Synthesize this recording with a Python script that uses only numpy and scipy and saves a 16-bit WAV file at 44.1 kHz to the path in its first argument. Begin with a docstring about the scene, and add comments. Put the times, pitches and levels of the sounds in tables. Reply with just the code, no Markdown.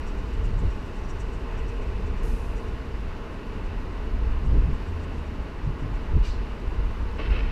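"""Tyres roar on a busy multi-lane road, heard from a high perch through a small camera in a plastic housing.
Engines rumble far below as their firings ring the exhausts, and a few nearer cars roll by.
Gusts buffet the microphone, the electronics whine thinly, and something ticks faintly and high.
Air brakes let out two hissing jets, and a short dry scrape judders at the end."""
import sys
import numpy as np
from scipy import signal
from scipy.fft import rfft, irfft, next_fast_len
from scipy.io import wavfile
from scipy.ndimage import uniform_filter1d, map_coordinates

SR = 44100
rng = np.random.default_rng(int(sys.argv[2]) if len(sys.argv) > 2 else 0)


def store_wav(level_fs):
    """Save 16-bit WAV to argv[1]."""
    pcm = np.round(np.clip(np.atleast_2d(level_fs), -1, 1) * 32767)
    wavfile.write(sys.argv[1], SR, pcm.T.astype(np.int16))


N = 331191
T = np.arange(N) / SR


def undb(db):
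    """Decibels to gain."""
    return np.exp(np.maximum(db, -300) * (np.log(10) / 20))


def unit(x):
    """Scale to rms 1."""
    return x / np.sqrt(np.mean(x ** 2))


def curve(rows, column=1):
    """Automation lane: one column of a table, joined by straight lines in time."""
    rows = np.array(rows)
    return np.interp(T, rows[:, 0], rows[:, column])


def equalise(x, response):
    """Filter by a function that gives dB for each frequency."""
    size = next_fast_len(N + 4096)
    hz = np.maximum(np.fft.rfftfreq(size, 1 / SR), 1)
    return irfft(rfft(x, size) * undb(response(hz)), size)[:N]


def colour(x, points):
    """Shape x with an EQ curve of (frequency [Hz], gain [dB]) points, at rms 1."""
    hz, db = np.transpose(points)
    return unit(equalise(x, lambda f: np.interp(np.log(f), np.log(hz), db)))


def resonance(x, hz, width_hz):
    """Two-pole band-pass, at rms 1."""
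    return unit(signal.lfilter(*signal.iirpeak(hz, hz / width_hz, fs=SR), x))


def noise():
    """White noise."""
    return rng.standard_normal(N)


def narrow(hz, width_hz):
    """Noise through the same resonance twice: steep skirts."""
    return resonance(resonance(noise(), hz, width_hz), hz, width_hz)


def walk(rate):
    """Random modulator that glides to about rate new values a second, at rms 1."""
    size = int(SR / rate)
    steps = rng.standard_normal(2048)[np.arange(N) // size]
    return unit(uniform_filter1d(steps, size))


def swell(s, half_width):
    """A bell-shaped envelope around time s."""
    return np.exp(-np.minimum(((T - s) / half_width) ** 2, 80) / 2)


def burst(s, attack, hold, release_db_per_s):
    """Envelope that rises from time s, holds and dies away."""
    age = T - s
    return np.clip(age / attack, 0, 1) * undb(-release_db_per_s * np.maximum(age - attack - hold, 0))


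def even(x, seconds):
    """Leveller: divide out the signal's own slow swells."""
    return x / np.sqrt(uniform_filter1d(x ** 2, int(seconds * SR)) + 1e-9)


def tyres(db=-38.0, flicker_db=0.61):
    """Many tyres merge into one roar; each register flickers and the hiss drifts slowly."""
    # tyre roar of the whole road (frequency [Hz], gain [dB])
    roar_spectrum = [(60, 0.5), (140, 0), (250, 1), (400, -5.7), (560, -6.5), (1000, -10.5), (1500, -14.5),
                     (2200, -18.5), (2900, -22), (3300, -26), (4500, -29), (6500, -38), (9000, -45),
                     (15000, -51.5)]
    # drift of the hiss above 3.2 kHz (time [s], gain [dB])
    hiss_drift = [(0, 1.3), (1.1, 0.4), (2.5, .1), (3.6, 0), (4.2, -1), (4.85, 0.8), (5.45, -1.2),
                  (6.1, -0.5), (7.5, .3)]
    roar = colour(noise(), roar_spectrum)
    bands, below = 0, 0
    for edge_hz in (300, 700, 1500, 3200):
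        upto = equalise(roar, lambda f: -10 * np.log10(1 + (f / edge_hz) ** 8))
        bands += (upto - below) * undb(flicker_db * walk(14))
        below = upto
    hiss = (roar - below) * undb(curve(hiss_drift) + flicker_db * walk(14) / 2)
    return (bands + hiss) * undb(db)


def engine(hz, uneven=0.0254, rough_db=1.0, pipe_hz=65, pipe_width_hz=50):
    """Uneven firings ring an exhaust; only the boom carries this far."""
    cycles = np.cumsum(hz * (1 + uneven * walk(9))) / SR
    firings = np.diff(np.floor(cycles), prepend=0) * undb(rough_db * walk(30))
    return unit(resonance(resonance(firings, pipe_hz, pipe_width_hz), pipe_hz, pipe_width_hz))


def engines(octave_db=-20, pitch_waver=0.0085, waver_db=2):
    """Cruising engines swell and fade; one clean hum sinks as its driver lifts off."""
    # engines in the stream (firing rate [Hz], level [dB])
    stream = [(46, -43.5), (59, -45), (71, -48)]
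    # the engine that eases off (time [s], firing rate [Hz], level [dB])
    easing = [(4.6, 88, -51), (4.83, 86, -35), (4.98, 82, -33.5), (5.2, 73, -36), (5.32, 60.4, -38),
              (5.42, 53.3, -37), (5.7, 50.5, -45)]
    cruising = sum(engine(hz * (1 + .03 * walk(0.99))) * undb(db + 1.2 * walk(1.92))
                   for hz, db in stream)
    phase = 2 * np.pi * np.cumsum(curve(easing) * (1 + pitch_waver * walk(9.8))) / SR
    hum = unit(np.sin(phase) + undb(octave_db) * np.sin(2 * phase))
    return cruising + hum * undb(curve(easing, column=2) + waver_db * walk(23))


def wind_strength(breeze_db=-30, flutter_db=1.27, flutters_per_s=14):
    """Gusts build and die over the breeze, adding in power; the whole flow flutters."""
    # brief lulls in the breeze (time [s], half-width [s], depth [dB])
    lulls = [(.28, 0.025, -8), (.85, 0.09, -3), (2.862, 0.042, -11), (3.313, 0.11, -5.5), (5.1, 0.22, -3.5),
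             (5.49, 0.086, -7.5), (5.78, 0.022, -6), (6.58, .03, -7)]
    # gusts on top of it (peak time [s], build-up [s], dying away [s], level [dB])
    gusts = [(.42, 0.06, 0.1, -23), (.64, 0.068, 0.045, -20.5), (1.65, 0.17, 0.17, -31),
             (2.32, 0.3, 0.087, -27.5), (4.3, 0.16, .12, -23.5), (4.57, 0.085, 0.07, -17),
             (4.71, .03, 0.04, -22.5), (5.677, 0.02, 0.022, -22), (5.94, .015, .03, -24.5),
             (6.165, 0.031, 0.043, -15.5), (6.35, .1, 0.05, -26), (6.67, .02, .025, -23.5),
             (6.8, 0.03, 0.06, -23.5), (7.03, 0.03, 0.052, -23), (7.3, 0.07, 0.21, -25)]
    breeze = undb(breeze_db + sum(depth_db * swell(s, span) for s, span, depth_db in lulls))
    gust_power = sum((undb(db) * swell(s, np.where(T < s, build, fall))) ** 2
                     for s, build, fall, db in gusts)
    return np.sqrt(breeze ** 2 + gust_power) * undb(flutter_db * walk(flutters_per_s))


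def wind():
    """Slow eddies follow the gusts; the hardest ones slap the housing and reach higher."""
    # rumble of the eddies (frequency [Hz], gain [dB])
    eddies = [(8, -10.5), (20, 1), (30, 3.5), (50, 1), (68, -5), (90, -10.5), (140, -24.5), (300, -37),
              (1000, -93)]
    # slaps on the housing (time [s], half-width [s], level [dB], centre [Hz], bandwidth [Hz])
    buffets = [(0.526, 0.07, -29, 90, 70), (0.639, 0.019, -25.5, 75.6, 100), (2.14, 0.022, -39, 191, 35),
               (2.296, 0.08, -31, 48, 18), (4.46, 0.022, -31.5, 135, 80), (4.555, 0.034, -24, 80, 110),
               (4.55, .03, -39, 320, 220), (4.692, 0.035, -28, 100, 70), (5.683, 0.015, -25, 122, 35),
               (5.845, 0.017, -27, 112, 60), (5.91, .025, -31, 100, 40), (6.163, 0.017, -19.5, 70, 65),
               (6.167, 0.017, -36, 250, 150), (7.377, 0.11, -26, 47.7, 28)]
    out = even(colour(noise(), eddies), 0.0995) * wind_strength()
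    for s, span, db, hz, width_hz in buffets:
        out += even(narrow(hz, width_hz), 0.0348) * swell(s, span) * undb(db)
    return out


def whine(hz=10275, width_hz=30, db=-86):
    """The thin whine of the camera's electronics."""
    return resonance(noise(), hz, width_hz) * undb(db)


def ticks(rise_s=0.012, fall_s=0.013, gap_s=.135, jitter_s=0.019, faint_db=-70.5, sizzle_db=-71.5):
    """High ticks smeared by distance: clear ones over a faint, loose pulse and a soft early sizzle."""
    # what the ticks ring with, lowest first (centre [Hz], bandwidth [Hz], relative level [dB])
    modes = [(5760, 520, 0), (6800, 750, -4), (7400, 2400, -2.5), (7850, 1000, -4.5)]
    # the clearer ticks (time [s], level [dB], stress on the lowest ring [dB])
    clear = [(.08, -60, 0), (.19, -62, 1), (.34, -65, -3), (.453, -61, -2), (.595, -59.5, -1),
             (.71, -63, 2), (.86, -66.5, 0), (.965, -63, 0), (.995, -62, 6), (1.05, -60, 9),
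             (1.102, -55.3, 2), (1.208, -56.5, -1), (1.34, -60.5, -3), (1.587, -60, 3), (1.69, -61, 0),
             (1.825, -64, 1), (2.075, -64.5, -2), (2.19, -65, -2), (2.575, -61, -1), (2.68, -65, 0),
             (4.46, -66, 0), (4.75, -68, -2), (4.885, -67, -4), (5.04, -67.5, -3), (5.188, -68, -3),
             (5.36, -72, -2), (5.805, -67, 1)]
    faint = [(k * gap_s + jitter_s * late, faint_db + 1.5 * loud, 0)
             for k, (late, loud) in enumerate(rng.standard_normal((60, 2)))]
    low, *upper = (narrow(hz, width_hz) * undb(db + 1.3 * walk(9.8)) for hz, width_hz, db in modes)
    rings = np.array([low, sum(upper)])
    # one envelope for the lowest ring, one for the rest; the sizzle is their floor
    envelopes = np.tile(undb(sizzle_db) * swell(0.94, half_width=1), (2, 1))
    for s, db, stress_db in faint + clear:
        near = slice(*np.searchsorted(T, [s - .1, s + .1]))
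        age = T[near] - s
        shape = undb(db) * np.exp(-(age / np.where(age < 0, rise_s, fall_s)) ** 2 / 2)
        balance = unit(undb(np.array([stress_db, 0])))
        envelopes[:, near] = np.maximum(envelopes[:, near], np.outer(balance, shape))
    return np.sum(rings * envelopes, axis=0) / np.std(rings.sum(axis=0))


def cars(drift=.03, drifts_per_s=2.5):
    """A few cars stand a little out of the stream; their resonances slide with speed and bearing."""
    # ring of body, tyre note and tread (centre [Hz], bandwidth [Hz], base level [dB])
    modes = [(441, 107, -48.5), (990, 240, -57), (2550, 360, -60)]
    # pass-bys (time [s], half-width [s], body and tread gain [dB], tyre note gain [dB])
    passes = [(.15, .22, -3, -5), (1.55, 0.27, -4, -2), (2.25, 0.42, 0, 0.5), (3.65, 0.35, -6.5, -3),
              (4.85, 0.23, -4, -4), (6, .4, -20, -3), (6.899, 0.23, -15, 2)]
    playhead = np.cumsum(1 + drift * walk(drifts_per_s))  # varispeed bends all three together
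    rings = (even(narrow(hz, width_hz), .15) * undb(db) for hz, width_hz, db in modes)
    body, note, tread = (map_coordinates(ring, [playhead], mode="mirror") for ring in rings)
    return sum(((body + tread) * undb(body_db) + note * undb(note_db)) * swell(s, span)
               for s, span, body_db, note_db in passes)


def jet(envelope, spectrum, edge_hz, dulling=0.77):
    """Escaping air; as the pressure drops, the top of its hiss dies first."""
    air = colour(noise(), spectrum)
    body = equalise(air, lambda f: -10 * np.log10(1 + (f / edge_hz) ** 16))
    return (body + (air - body) * envelope ** dulling) * envelope


def air_brakes(waver_hz=95):
    """Two jets of air open fast and die away; the second whistles, sagging as the pressure drops."""
    # whistles of the opening valve (time [s], half-width [s], level [dB], pitch [Hz], sag [Hz/s])
    whistles = [(6.266, 0.012, -48, 2400, 3000), (6.25, .014, -53, 2870, 1),
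                (6.315, 0.037, -57.5, 4130, 499), (6.28, 0.022, -61, 6100, 0)]
    # the two jets (start [s], attack [s], hold [s], release [dB/s], level [dB], dulls above [Hz])
    blasts = [(2.226, .007, .075, 40, -57.5, 12500), (6.222, 0.037, .008, 100, -47.5, 6400)]
    # the first, thin hiss (frequency [Hz], gain [dB])
    thin_jet = [(2500, -31), (5000, 0.5), (7500, -1.5), (11000, -2.5), (13500, -9), (15500, -9)]
    # the second, full hiss (frequency [Hz], gain [dB])
    full_jet = [(1500, -30), (2400, -4), (3400, -2.5), (4200, 1), (5000, -0.5), (6500, -11), (7700, -7.5),
                (8800, -20), (11000, -22), (14000, -35)]
    out = 0
    for s, span, db, hz, sag_hz_per_s in whistles:
        pitch = hz - sag_hz_per_s * np.clip(T - s, -.1, .1) + waver_hz * walk(200)
        out += unit(np.sin(2 * np.pi * np.cumsum(pitch) / SR)) * swell(s, span) * undb(db)
    for (s, attack, hold, release, db, edge_hz), spectrum in zip(blasts, (thin_jet, full_jet)):
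        out += jet(burst(s, attack, hold, release), spectrum, edge_hz) * undb(db)
    return out


def scrape(slips_per_s=900, spread_db=1.0, judder_db=0.8, judders_per_s=130):
    """Three dry, juddering strokes: dense little slips and friction noise rattle several resonances."""
    # what the scrape keeps ringing (centre [Hz], bandwidth [Hz], relative level [dB])
    modes = [(1170, 260, -22), (1420, 200, -15), (1850, 400, -20), (2200, 250, -13.5), (2600, 380, -11.5),
             (3030, 250, -19), (3900, 200, -24.5), (4300, 250, -26)]
    # broad tone of the rubbing (frequency [Hz], gain [dB])
    rub_spectrum = [(200, 4), (500, 6.5), (1200, 0), (2200, 1.5), (2900, -2.5), (3400, -3), (4300, -11),
                    (5200, -11.5), (6500, -29), (10000, -50)]
    # the strokes (start [s], hold [s], level [dB])
    strokes = [(7.176, 0.08, -40), (7.294, 0.095, -38.5), (7.42, .08, -44)]
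    slips = noise() * undb(spread_db * noise()) * (rng.random(N) < slips_per_s / SR)
    friction = unit(slips) + 1.5 * noise()
    rings = sum(undb(db) * resonance(resonance(friction, hz, width_hz), hz, 600)
                for hz, width_hz, db in modes)
    rub = even(colour(friction, rub_spectrum) + rings, 0.022)
    pressure = np.max([burst(s, attack=0.013, hold=hold, release_db_per_s=400) * undb(db)
                       for s, hold, db in strokes], axis=0)
    return rub * pressure * undb(judder_db * walk(judders_per_s))


def knock(start_s=7.19, attack_s=0.0066):
    """A soft knock starts the scrape: four modes ring briefly."""
    # the struck modes (frequency [Hz], level [dB], time to fall 60 dB [s])
    modes = [(300, -30, 0.11), (445, -27.5, 0.069), (613, -24, 0.07), (1130, -32.5, 0.14)]
    age = np.maximum(T - start_s, 0)
    ring = sum(undb(db - 60 * age / t60) * np.sin(2 * np.pi * hz * age) for hz, db, t60 in modes)
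    return ring * (1 - np.exp(-age / attack_s))


def scene():
    """Road, wind and small events at one microphone."""
    bed = tyres() + engines() + wind() + whine()
    return (bed + ticks() + cars() + air_brakes() + scrape() + knock())[None]


def record(dry):
    """The plastic housing colours everything; the camera cuts the top above 15.2 kHz."""
    # resonances and notches of the housing (centre [Hz], half-width [Hz], gain [dB])
    housing = [(395.5, 33, 3), (458, 24, 4), (560, 55, -3), (630, 11, 1), (759, 57, -5), (862, 31, 3.5),
               (1065, 42, 3.2), (1384, 27, -0.5), (1476, 32, 2.5), (1620, 41, -0.5), (1930, 46, 2),
               (2626, 99, 3), (2910, 120, 3.5), (3250, 100, -2), (5460, 100, -0.5), (5760, 89, 1)]
    boxed = equalise(dry[0], lambda f: sum(db * np.exp(-((f - hz) / width) ** 2 / 2)
                                           for hz, width, db in housing))
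    high_cut = signal.ellip(10, .1, 70, 15200, fs=SR, output="sos")
    return signal.sosfilt(high_cut, boxed)[None]


dry = scene()
out = record(dry)
store_wav(out)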